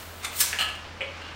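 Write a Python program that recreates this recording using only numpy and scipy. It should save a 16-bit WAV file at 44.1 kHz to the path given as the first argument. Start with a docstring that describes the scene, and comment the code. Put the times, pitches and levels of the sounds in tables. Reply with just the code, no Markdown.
"""Air hose pulled off a bicycle tyre

In a small wooden shed, compressed air leaks past the chuck, spits once as it is loosened and bursts out
as it lets go: each jet is turbulent noise. Impacts excite damped modes as the chuck knocks free and
chatters on the wheel, the dropped hose end bounces on something hollow and the wheel clinks faintly.
A shirt rustles over a low hum. The sound is nearly mono."""
import sys
import numpy as np
from scipy import signal
from scipy.fft import rfft, irfft
from scipy.io import wavfile

SR = 44100
rng = np.random.default_rng(int(sys.argv[2]) if len(sys.argv) > 2 else 0)


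def transcribe(signal):
    """Save signal, clipped to [-1, 1], as a 16-bit WAV file at the path in sys.argv[1]."""
    frames = np.atleast_2d(signal).T
    limited = np.clip(frames, -1, 1)
    pcm = np.round(limited * 32767).astype(np.int16)
    wavfile.write(sys.argv[1], SR, pcm)


N = 59535
T = np.arange(N) / SR

# Air leaking past the seal of the chuck. Each row: time in seconds, level in dB.
LEAK_LEVEL = [(0, -42.5), (.08, -51), (.2, -51.5), (.29, -58), (.33, -46), (.37, -33.5), (.4, -96)]
# Two puffs of air. Each lists: time of the peak in seconds, peak level in dB, depth of the swell
# under the peak in dB, swell time constant in seconds, decay time constant in seconds.
SPIT_SHAPE = (.2478, -23.8, 7.5, .012, .0038)
BURST_SHAPE = (.4055, -16.3, 6.5, .019, .012)
# Spectra of the air jets. Each row: frequency in Hz, relative level in dB.
LEAK_SPECTRUM = [(1000, -10), (2800, -6), (4000, 1), (5200, -4), (6500, 0), (9800, -1), (11200, -7.5),
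                 (12500, 0), (15500, 1)]
SPIT_SPECTRUM = [(300, -16), (700, -24), (1400, -1.5), (1750, -13.5), (2200, 3.5), (2800, -8.5), (3600, -2),
                 (5000, -12.5), (6400, -8), (7800, -14.5), (8600, -8), (9800, -12.5), (11000, -28),
                 (13200, -17), (15500, -31)]
BURST_SPECTRUM = [(300, -19), (750, -22), (1100, -9.5), (1700, -4.5), (4000, -2.5), (7000, -3), (8000, 3.5),
                  (9000, 4), (9700, -3), (11500, -5), (14200, 0.5), (15600, -5.5)]
DRAIN_SPECTRUM = [(500, -19), (1200, -6.5), (2200, -3.5), (3000, -6.5), (4500, -1.5), (6300, 2.5),
                  (8000, -4.5), (10500, -8.5), (15500, -16)]

# Contacts: the chuck knocks free and chatters, the hose end lands, the handled wheel clinks.
# Each row: start in seconds, relative level in dB.
CHUCK_CONTACTS = [(.5297, 0), (.5355, -5), (.544, -11), (.567, -15)]
CHATTER_CONTACTS = [(.588, -2.5), (.5925, -0.5), (.5985, -2.5), (.6045, -1.5), (.609, 0.5), (.616, 0),
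                    (.6245, -1.5), (.652, -18), (.688, -9), (.752, -13.5)]
LANDING_CONTACTS = [(1.0068, -1), (1.011, 0), (1.0175, -1), (1.0225, -3), (1.027, -8), (1.041, -13),
                    (1.066, -16)]
CLINK_CONTACTS = [(1.218, -11), (1.25, -16.5), (1.275, -15)]
# Modes of the struck bodies. Each row: frequency in Hz, level in dB, time to fall 60 dB in seconds.
CHUCK_MODES = [(1660, -30, .03), (1770, -33, 0.046), (2260, -27.5, .035), (2720, -35, 0.029)]
WHEEL_MODES = [(648, -46, 0.14), (1224, -56, 0.91), (1288, -38.5, 0.2), (1665, -34, 0.042),
               (1712, -54.5, 0.58), (1962, -45, 0.17), (2837, -38, 0.32), (2740, -42, 0.59), (2875, -54, 1),
               (2830, -27.5, 0.032), (2866, -36, 0.22), (3114, -34.5, 0.13), (3340, -44, 0.097),
               (3500, -54, .22), (4110, -35.5, 0.071), (4865, -52, 0.18)]
HOLLOW_MODES = [(551.6, -34.5, 0.13), (588, -39, .1), (2155, -29, 0.026), (2450, -29, 0.026),
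                (2930, -33.5, 0.03), (3260, -47, 0.05)]
# Spectra of the crack at each contact. Each row: frequency in Hz, relative level in dB.
CHUCK_CRACK = [(300, -21), (700, -5), (1100, -15), (1650, 1.5), (2700, -2), (4200, -14), (9000, -28),
               (15500, -34)]
WHEEL_CRACK = [(150, -14.5), (400, -22.5), (750, -6.5), (1000, -11), (1600, -3.5), (2300, -2.5), (3020, 6),
               (3750, -13.5), (4200, -5.5), (5400, -18.5), (8600, -12), (10500, -24), (15500, -23)]
HOLLOW_CRACK = [(200, -26), (420, -7.5), (560, -6), (760, -14.5), (1600, -14), (2250, -1.5), (3100, -1.5),
                (3800, -27), (6000, -35), (8800, -31.5), (10500, -63), (15500, -53)]

# Reverberation of the shed. Each row: frequency in Hz, time to fall 60 dB in seconds.
SHED_DECAY = [(200, 0.32), (1000, 0.52), (3000, 0.41), (7000, 0.35), (14000, 0.27)]
# The shirt rustling as the body turns. Each row: time in seconds, level in dB.
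RUSTLE_LEVEL = [(0, -46), (.09, -49), (.17, -51.5), (.33, -43), (.6, -45.5), (.85, -44), (.95, -49.5),
                (1.08, -48), (1.17, -42.5), (1.25, -42.5), (1.35, -44.5)]
# Spectra of the cloth and the steady ambience. Each row: frequency in Hz, relative level in dB.
RUSTLE_SPECTRUM = [(200, -9.5), (650, -1.5), (1300, 1), (2000, -1), (2900, -1.5), (3800, -8), (5500, -13),
                   (7500, -21.5), (10000, -37), (15500, -62)]
AMBIENCE_SPECTRUM = [(25, -9), (50, -2), (70, -6), (110, -10), (160, -7), (300, -9), (600, -8), (1200, -10),
                     (2000, -15), (3000, -17.5), (4500, -19), (7000, -30.5), (10000, -38.5), (15500, -61)]


def escaping_air():
    """Air under pressure forms turbulent jets: a leak, a spit, the burst and the draining hose."""
    leak = level(LEAK_LEVEL) * amp(1.2 * drift(40)) * noise(LEAK_SPECTRUM)
    spit = puff(SPIT_SHAPE, SPIT_SPECTRUM, rough_db=1.8, open_s=.001, hold_s=.004)
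    burst = puff(BURST_SHAPE, BURST_SPECTRUM, rough_db=1.5, open_s=.003, hold_s=.005)
    drain = amp(-30.5) * fade(BURST_SHAPE[0], decay_s=0.1) * noise(DRAIN_SPECTRUM)
    return leak + spit + burst + drain


def puff(shape, spectrum, rough_db, open_s, hold_s):
    """Jet noise follows the flow: it swells as the seal lifts, jumps as it opens, dies with the pressure."""
    peak_s, peak_db, under_db, swell_s, decay_s = shape
    opening = np.clip((T - peak_s) / open_s + 1, 0, 1)
    swell = amp(-under_db * (1 - opening)) * np.exp(np.minimum(T - peak_s, 0) / swell_s)
    release = np.exp(-np.maximum(T - peak_s - hold_s, 0) / decay_s)
    return amp(peak_db + rough_db * drift(310)) * swell * release * noise(spectrum)


def knocks():
    """A struck body rings at its own natural frequencies, so chatter and clinks share the wheel's modes."""
    chuck = impacts(CHUCK_CONTACTS, CHUCK_MODES, CHUCK_CRACK, crack_db=-21.5, crack_s=.0033)
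    chatter = impacts(CHATTER_CONTACTS, WHEEL_MODES, WHEEL_CRACK, crack_db=-19.5, crack_s=.0034)
    landing = impacts(LANDING_CONTACTS, HOLLOW_MODES, HOLLOW_CRACK, crack_db=-26.5, crack_s=.0034)
    clinks = impacts(CLINK_CONTACTS, WHEEL_MODES, WHEEL_CRACK, crack_db=-38, crack_s=.0034)
    return chuck + chatter + landing + clinks


def impacts(contacts, modes, crack_spectrum, crack_db, crack_s):
    """Modal superposition: each contact cracks briefly and rings every mode with a random strength."""
    force = np.sqrt(sum((amp(db) * fade(start, crack_s)) ** 2 for start, db in contacts))  # powers add
    sound = amp(crack_db) * tint(force * rng.choice([-1, 1], N), crack_spectrum)
    starts, contact_db = np.transpose(contacts)
    couplings = rng.standard_normal((len(starts), len(modes)))
    for (hz, mode_db, t60), coupling in zip(modes, couplings.T):
        strength = amp(contact_db + mode_db + np.abs(coupling) - 1.5)
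        impulses = np.zeros(N)
        impulses[(starts * SR).astype(int)] = strength * np.sign(coupling)
        radius, angle = amp(-60 / (t60 * SR)), 2 * np.pi * hz / SR  # pole of a damped resonator
        feedback = [1, -2 * radius * np.cos(angle), radius * radius]
        sound = sound + signal.lfilter([0, np.sin(angle)], feedback, impulses + 1e-18)
    return sound


def shed(direct, build_s=0.0068, tail_db=-3, walls_db=-8):
    """Reverberation: close plank walls reflect densely, then a diffuse tail dies sooner in the treble."""
    hz = np.fft.rfftfreq(N, 1 / SR)
    white = rfft(rng.standard_normal(N))
    octaves_hz = 125 * 2. ** np.arange(8)
    tail = 0
    for centre, share in zip(octaves_hz, np.eye(len(octaves_hz))):
        band = irfft(white * at_hz(np.c_[octaves_hz, share], hz), N)
        tail = tail + band * np.exp(-np.log(1000) * T / at_hz(SHED_DECAY, centre))
    tail = unit_energy(tail * (1 - np.exp(-T / build_s)))
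    walls = unit_energy(rng.standard_normal(N) * fade(start=0.0023, decay_s=0.0097))
    return direct + convolve(direct, amp(tail_db) * tail + amp(walls_db) * walls)


def shirt_rustle(grain_db=0.84):
    """Friction of cloth gives grainy noise that rises and falls as the body turns."""
    return level(RUSTLE_LEVEL) * amp(grain_db * drift(63)) * noise(RUSTLE_SPECTRUM)


def hum(hz=83.9, wander_hz=1.37, rms_db=-49.5, waver_db=2):
    """Random frequency and amplitude modulation make a low sine tone waver."""
    cycles = np.cumsum(hz + wander_hz * drift(7)) / SR
    return np.sqrt(2) * amp(rms_db + waver_db * drift(12.6)) * np.sin(2 * np.pi * cycles)


def ambience(db):
    """Stationary noise, strongest in the bass, forms a steady floor."""
    return amp(db) * noise(AMBIENCE_SPECTRUM)


def amp(db):
    """Amplitude grows tenfold for every 20 dB."""
    return 10 ** (np.asarray(db) / 20)


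def rms_one(x):
    """Division by the rms gives unit power."""
    return x / np.sqrt(np.mean(x ** 2) + 1e-20)


def unit_energy(response):
    """A response of unit energy preserves the power of white noise."""
    return rms_one(response) / np.sqrt(N)


def at_hz(points, hz):
    """Interpolation on a log-frequency axis treats all octaves alike."""
    frequencies, values = np.transpose(points)
    return np.interp(np.log(np.maximum(hz, 1)), np.log(frequencies), values)


def level(points):
    """Interpolation in decibels gives a gain envelope of exponential segments."""
    return amp(np.interp(T, *np.transpose(points)))


def fade(start, decay_s):
    """Exponential decay follows a sudden onset."""
    return (T >= start) * np.exp(-np.maximum(T - start, 0) / decay_s)


def noise(spectrum):
    """Spectral weighting turns white noise into coloured noise, here of unit power."""
    gain = amp(at_hz(spectrum, np.fft.rfftfreq(N, 1 / SR)))
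    return rms_one(irfft(rfft(rng.standard_normal(N)) * gain, N))


def drift(rate_hz):
    """Low-pass filtered noise wanders at random, with unit rms."""
    rolloff = 1 + (np.fft.rfftfreq(N, 1 / SR) / rate_hz) ** 4
    return rms_one(irfft(rfft(rng.standard_normal(N)) / rolloff, N))


def convolve(x, response):
    """A linear system convolves its input with its impulse response."""
    return signal.fftconvolve(x, response)[:N]


def tint(x, spectrum):
    """A minimum-phase filter colours a sound causally, keeping the power of white noise."""
    gain = rms_one(amp(at_hz(spectrum, np.fft.rfftfreq(2 * N, 1 / SR))))
    cepstrum = irfft(np.log(gain))[:N] * np.where(np.arange(N) > 0, 2, 1)
    response = irfft(np.exp(rfft(cepstrum, 2 * N)))[:N]
    return convolve(x, response)


def scene():
    """Mid-side stereo: all sources are central; faint scattered sound and ambience form the side."""
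    mid = shed(escaping_air() + knocks()) + shirt_rustle() + hum() + ambience(db=-45.5)
    scattering = unit_energy(rng.standard_normal(N) * fade(start=0, decay_s=0.025))
    side = amp(-31.5) * convolve(mid, scattering) + ambience(db=-68.5)
    return np.array([mid + side, mid - side])


def record(dry, hiss_db=-66, cutoff_hz=15800):
    """Self-noise adds a faint hiss to each channel; a steep low-pass filter limits the bandwidth."""
    hiss = amp(hiss_db) * rng.standard_normal((2, N))
    lowpass = signal.ellip(12, .1, 80, cutoff_hz, fs=SR, output="sos")
    return signal.sosfilt(lowpass, dry + hiss)


dry = scene()
out = record(dry)
transcribe(out)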